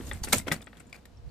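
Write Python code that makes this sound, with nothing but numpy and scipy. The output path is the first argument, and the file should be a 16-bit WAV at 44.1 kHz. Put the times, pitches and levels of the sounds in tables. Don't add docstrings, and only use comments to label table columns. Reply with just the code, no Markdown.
import sys
import numpy as np
from scipy import signal
from scipy.fft import rfft, irfft, next_fast_len
from scipy.io import wavfile
from scipy.ndimage import uniform_filter1d

SR = 44100
rng = np.random.default_rng(int(sys.argv[2]) if len(sys.argv) > 2 else 0)


def boost(x):
    u = np.asarray(x, float) / 20
    return 10 ** u


def generate_wav(signal):
    frames = np.transpose(np.atleast_2d(signal))
    scaled = np.clip(frames, -1, 1) * 32767
    pcm = np.round(scaled).astype(np.int16)
    wavfile.write(sys.argv[1], SR, pcm)


N = 57330
T = np.arange(N) / SR


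def ring(start_s, peak_db, pitch_hz, t60_s, modes, scatter_db, lag_s, pan_db):
    ratio, mode_db = np.array(modes).T[:, :, None, None]
    detune, weight = rng.standard_normal((2, len(modes), 1, 1))
    first = int(start_s * SR) - 8
    span = slice(first, first + 8000)
    t = np.maximum(T[span] - start_s - np.array([[0], [lag_s]]), 0)
    mode_hz = np.minimum(pitch_hz * ratio * (1 + 0.015 * detune), 16000)
    decay = boost(-60 * t * ratio ** 0.5 / t60_s)
    tone = np.sum(boost(mode_db + scatter_db * weight) * np.sin(2 * np.pi * mode_hz * t) * decay, axis=0)
    attack = 1 - np.exp(-t / 0.00032)
    out = np.zeros((2, N))
    out[:, span] = boost(peak_db) * tone * attack * pan(pan_db)
    return out


# start_s, peak_db, pitch_hz (main mode), t60_s
WALL_KNOCKS = [(0.009, -32.5, 1787, 0.0183), (0.1136, -19, 1888, 0.0213), (.172, -39, 2058, 0.0185),
               (0.236, -26.5, 4433, 0.0224), (0.24, -29.5, 844, 0.041), (.327, -18.5, 2185, 0.068),
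               (0.33, -15.5, 1310, 0.06), (.398, -28, 2057, 0.0212), (.414, -39.5, 2142, 0.043),
               (0.466, -37, 2200, 0.0124), (0.4816, -20.5, 3146, 0.0197), (.515, -15.5, 1965, 0.0242),
               (.522, -22.5, 1252, 0.0536), (.563, -30, 4564, 0.0125), (0.6079, -33, 1258, 0.0076),
               (0.622, -39.5, 3704, 0.0162), (0.6709, -28, 1932, 0.01076), (0.73, -35.5, 1901, 0.0158),
               (.928, -39, 2310, 0.024), (1.054, -41, 1890, 0.02)]
# ratio to the main mode, level_db
WALL_MODES = [(.3, -8.5), (.45, -7.5), (.66, -9), (.82, -13), (.92, -13), (1, 1.5), (1.09, -10),
              (1.22, -20), (1.5, -15.5), (1.8, -3.5), (1.92, -12), (2.3, -24)]


def wall_knocks():
    return sum(ring(start_s, peak_db - 9, pitch_hz, t60_s, WALL_MODES, scatter_db=1.5, lag_s=3e-5, pan_db=3.13)
               for start_s, peak_db, pitch_hz, t60_s in WALL_KNOCKS)


# start_s, peak_db, pitch_hz
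HANDLE_TICKS = [(0.0683, -36.5, 6400), (0.0914, -35, 6370), (0.1333, -29, 8000), (0.2372, -22.5, 5848),
                (0.2462, -20.5, 8554), (0.286, -28, 8000), (0.3253, -22, 7980), (0.3807, -19.5, 8032),
                (0.3831, -12, 8204), (0.542, -24, 7320), (0.6174, -32.5, 7600), (0.643, -39, 7340),
                (0.664, -42, 7280), (0.7983, -44, 7620), (0.8023, -38, 7590), (0.8684, -49, 7570),
                (0.879, -56, 7030), (0.928, -36, 6840)]
# ratio to the tick pitch, level_db
TUBE_MODES = [(1.1, 0), (1.03, 1), (0.95, -8.5), (1.3, -17.5), (0.82, -20.5), (1.14, -11.5), (1.6, -17.5)]


def handle_ticks():
    return sum(ring(start_s, peak_db - 4.5, pitch_hz, 0.01, TUBE_MODES, scatter_db=4, lag_s=4e-5, pan_db=3.02)
               for start_s, peak_db, pitch_hz in HANDLE_TICKS)


# start_s, peak_db, pitch_hz, t60_s, pan_db (left minus right)
PART_PINGS = [(.1125, -37.5, 3508, 0.0094, 14.5), (0.2377, -31, 4250, 0.0068, -8.5),
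              (0.3243, -26, 1474, 0.0154, -4), (0.3272, -14, 3766, 0.007, 10.5),
              (.3288, -27.5, 1683, 0.0305, -2), (0.3304, -19, 6303, 0.0116, -12.5),
              (0.3311, -20.5, 11870, 0.0103, -6.5), (0.3364, -24.5, 2297, 0.0177, -17.5),
              (.348, -27.5, 6300, 0.0143, -7), (.3685, -25, 8070, .02, 4.5), (.399, -31.5, 8100, 0.0112, 8),
              (0.3594, -22, 6900, 0.0096, -9.5), (.4695, -34.5, 2690, 0.0043, 11),
              (.4715, -35, 612, .03, 6.5), (.4755, -33, 560, 0.0256, -1.5), (0.4831, -35, 1410, 0.028, 2.5),
              (.4945, -41, 610, 0.0248, 11.5), (.5166, -20, 1978, 0.0268, 3),
              (.5165, -27.5, 3524, 0.018, 7), (.521, -25.5, 9046, 0.0106, 11.5),
              (.522, -28.5, 1518, 0.0264, 5), (0.6205, -47, 5030, 0.0072, -3), (.6255, -44, 3420, .01, 8.5),
              (0.67, -47, 3735, 0.007, 7), (.77, -52.5, 3420, 0.02, 6.5), (.9262, -43.5, 3532, .01, 3),
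              (.9284, -36.5, 2323, 0.0187, 4), (0.9291, -39, 4940, 0.0102, -3.5),
              (.935, -48.5, 2270, 0.028, 9), (.946, -47.5, 2310, .035, 3.5), (.957, -44.5, 2320, 0.022, 1),
              (0.9626, -48.5, 4500, 0.013, 0.5), (.963, -52, 7100, .012, -1), (1.172, -59, 5470, 0.045, 0),
              (.869, -61, 6970, 0.077, -7.5), (1.292, -60.5, 4400, 0.034, -1)]


def part_pings():
    modes = [(1, 0), (1.04, -6.5)]
    return sum(ring(start_s, peak_db, pitch_hz, t60_s, modes, scatter_db=0, lag_s=3e-5, pan_db=pan_db)
               for start_s, peak_db, pitch_hz, t60_s, pan_db in PART_PINGS)


# start_s, peak_db, pitch_hz, t60_s
DROP_THUMPS = [(.002, -34, 250.2, 0.0597), (0.2177, -26, 68.57, 0.042), (.272, -39, 251, 0.102),
               (0.334, -24.5, 214.6, 0.0878), (0.339, -25.5, 263, 0.095), (.333, -25.5, 383.9, 0.051),
               (.331, -27.5, 510.4, 0.0863), (.331, -27, 577.7, 0.099), (.476, -34, 444.1, 0.04),
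               (0.356, -36, 488, 0.0546), (0.366, -28.5, 91.2, 0.15), (.47, -32.5, 417, 0.046),
               (0.483, -29.5, 284.7, 0.046), (0.505, -33.5, 308.9, 0.0805), (0.517, -25, 163.2, 0.1274),
               (0.562, -31.5, 186, 0.0232)]


def drop_thumps():
    modes = [(1, 0.5), (1.35, -5.5)]
    return -sum(ring(start_s, peak_db, pitch_hz, t60_s, modes, scatter_db=0, lag_s=3e-5, pan_db=-0.86)
                for start_s, peak_db, pitch_hz, t60_s in DROP_THUMPS)


RATTLE_STARTS = [.068, .113, .231, .243, .283, .27, .322, .3265, .34, .469, .515, .52, .53, .619, .671, .75,
                 .768, .797, .893, .927, .94, 1.054, .505, .478, .607, .73, .972]
# hold_s, dull_db, bright_db, fade_t60_s
RATTLE_SHOWERS = [(0.031, -61.5, -49.5, 0.046), (0.019, -47, -57.5, 0.17), (0.0098, -53.5, -40, 0.026),
                  (0.0044, -44.5, -33.5, 0.04), (0.071, -70, -48.5, 0.0543), (0.016, -41.5, -59.5, 0.08),
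                  (0.005, -38, -35, 0.017), (0.007, -24, -18.5, 0.04), (0.0485, -44.5, -38, 0.0794),
                  (0.0159, -40.5, -49.5, 0.024), (0.00674, -34.5, -37, 0.009), (0.0064, -35, -31.5, 0.0425),
                  (0.01336, -41.5, -48.5, 0.1224), (0.0084, -55.5, -58, 0.039),
                  (0.004, -47.5, -99.5, 0.047), (0.0033, -56, -83.5, 0.073), (0.0059, -57.5, -61, 0.11),
                  (0.0099, -54.5, -63.5, 0.081), (0.0044, -65, -65, 0.095), (0.0058, -52.5, -59, 0.0214),
                  (0.0249, -55, -60, 0.033), (0.00193, -55, -50, 0.027), (.008, -44.5, -64.5, .03),
                  (0.0075, -38, -48.5, 0.039), (0.0024, -48.5, -81.5, 0.03), (0.00305, -52.5, -86.5, 0.038),
                  (0.019, -62.5, -71, .06)]
# pitch_hz, level_db
DULL_WALLS = [(150, 1), (350, -3.5), (480, -1), (720, 1), (1000, -8.5), (1350, -3.5), (2200, -2.5),
              (6000, -25)]
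# pitch_hz, level_db
BRIGHT_GRIT = [(2500, -5), (4000, -3), (6300, -4), (8000, -0.5), (10000, -6), (12000, -4), (15500, -14.5)]


def rattles():
    dull = bright = 0
    for start_s, (hold_s, dull_db, bright_db, fade_t60_s) in zip(RATTLE_STARTS, RATTLE_SHOWERS):
        t = np.maximum(T - start_s, 0)
        swell = 1 - np.exp(-t / 0.001)
        shower = swell * boost(-60 * np.maximum(t - hold_s, 0) / fade_t60_s)
        dull = dull + boost(dull_db) * shower
        bright = bright + boost(bright_db) * shower
    walls = colour(stereo(0.231, dull * grit(1)), DULL_WALLS)
    fittings = colour(stereo(0.41, bright * grit(0.4)), BRIGHT_GRIT)
    return walls * pan(1) + fittings * pan(-1)


# time_s, level_db
WHEEL_PRESSURE = [(0, -48), (.17, -50), (.21, -55), (.3, -48), (.41, -51), (.45, -56), (.57, -51),
                  (.64, -61), (.8, -61.5), (.9, -64.5), (1.08, -65), (1.3, -78.5)]
# pitch_hz, level_db
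WHEEL_RUMBLE = [(90, -20.5), (130, -4.5), (260, -3.5), (340, -14.5), (700, -21), (1400, -27), (2600, -31.5),
                (8000, -54)]


def wheels():
    pressure = curve(WHEEL_PRESSURE)
    bumps, patches = boost(2 * walk(45)), boost(2 * walk(25))
    rumble = colour(stereo(0.049, pressure * bumps * grit(0.9)), WHEEL_RUMBLE) * boost(4.5)
    crunch = colour(stereo(0.5, pressure ** 1.3047 * patches * grit(0.91)), BRIGHT_GRIT) * boost(8.5)
    return rumble * pan(1.5) + crunch


# time_s, level_db
WIND_GUSTS = [(0, -45), (.1, -38.5), (.2, -41), (.42, -44.5), (.55, -49.5), (.7, -57.5), (.9, -59),
              (1.1, -57), (1.16, -50.5), (1.22, -47), (1.28, -41)]


def wind():
    air = colour(stereo(0.16), [(24, -22), (40, -1.0), (60, 7.5), (95, 1.5), (140, -11), (300, -47.0)])
    push = np.sqrt(uniform_filter1d(np.mean(air ** 2, axis=0), size=4000))
    return air / push * curve(WIND_GUSTS) * pan(-1.9)


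# pitch_hz, level_db
FAR_TRAFFIC = [(60, -8.5), (230, -10), (500, -12.5), (1000, -19.5), (2000, -28), (4500, -29), (8000, -37.5),
               (15500, -53)]
# pitch_hz, level_db
MACHINE_HUM = [(480, -68.5), (695, -70.5)]


def town():
    hum = sum(boost(level_db + 2 * walk(11)) * np.sin(2 * np.pi * pitch_hz * T)
              for pitch_hz, level_db in MACHINE_HUM)
    return hum + colour(stereo(0.37, boost(walk(13.1))), FAR_TRAFFIC) * boost(-60.5)


def curve(table):
    return boost(np.interp(T, *np.array(table).T))


def colour(x, points):
    hz, db = np.array(points).T
    log_hz = np.log(np.arange(1025) * SR / 2048 + 1)
    log_gain = np.interp(log_hz, np.log(hz), db, left=-40, right=-80) * np.log(10) / 20
    cepstrum = irfft(log_gain)
    cepstrum[1:1024] *= 2
    cepstrum[1025:] = 0
    h = irfft(np.exp(rfft(cepstrum)))
    h = h / np.sqrt(np.sum(h ** 2))
    return signal.fftconvolve(x, h * np.ones((len(x), 1)), axes=1)[:, :N]


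def pan(db):
    return boost(np.array([[db / 2], [-db / 2]]))


def stereo(wide, x=1):
    mid, side = rng.standard_normal((2, N))
    return x * (np.sqrt(1 - wide) * mid + np.sqrt(wide) * side * np.array([[1], [-1]]))


def grit(spread_db):
    strikes = rng.random(N) < 5000 / SR
    size = boost(spread_db * np.minimum(rng.exponential(size=N), 4))
    grains = uniform_filter1d(strikes * size, size=5) + 0.045
    return grains / np.sqrt(np.mean(grains ** 2))


def walk(rate_hz):
    k = int(SR / rate_hz)
    steps = np.repeat(rng.standard_normal(N // k + 1), k)
    return uniform_filter1d(uniform_filter1d(steps, k), k)[:N]


def scene():
    near = wall_knocks() + handle_ticks() + part_pings() + drop_thumps() + rattles()
    t = T[:4000]
    scatter = rng.standard_normal((2, 4000)) * boost(-60 * t / 0.11) * (t > 0.002) * boost(-38.5)
    smear = signal.fftconvolve(near, scatter, axes=1)[:, :N]
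    return near + smear + wheels() + wind() + town()


def low_pass(x):
    return signal.sosfilt(signal.butter(12, 16650, fs=SR, output="sos"), x)


# pitch_hz, level_db (left minus right)
PORT_SHADE = [(200, -1.5), (600, 0), (1300, 4.5), (2400, 4.5), (4400, -4), (8000, 1.5), (12000, 3)]


def record(dry):
    hz, db = np.array(PORT_SHADE).T
    size = next_fast_len(N + 2048)
    shade = np.interp(np.log(np.arange(size // 2 + 1) * SR / size + 1), np.log(hz), db)
    heard = irfft(rfft(dry, size) * boost(np.array([shade, -shade]) / 2), size)[:, :N]
    rounded = np.tanh(1.3 * heard) / 1.3
    top_cut = signal.ellip(8, 0.3, 60, 15950, fs=SR, output="sos")
    return low_pass(signal.sosfilt(top_cut, rounded))


dry = scene()
out = record(dry)
generate_wav(out)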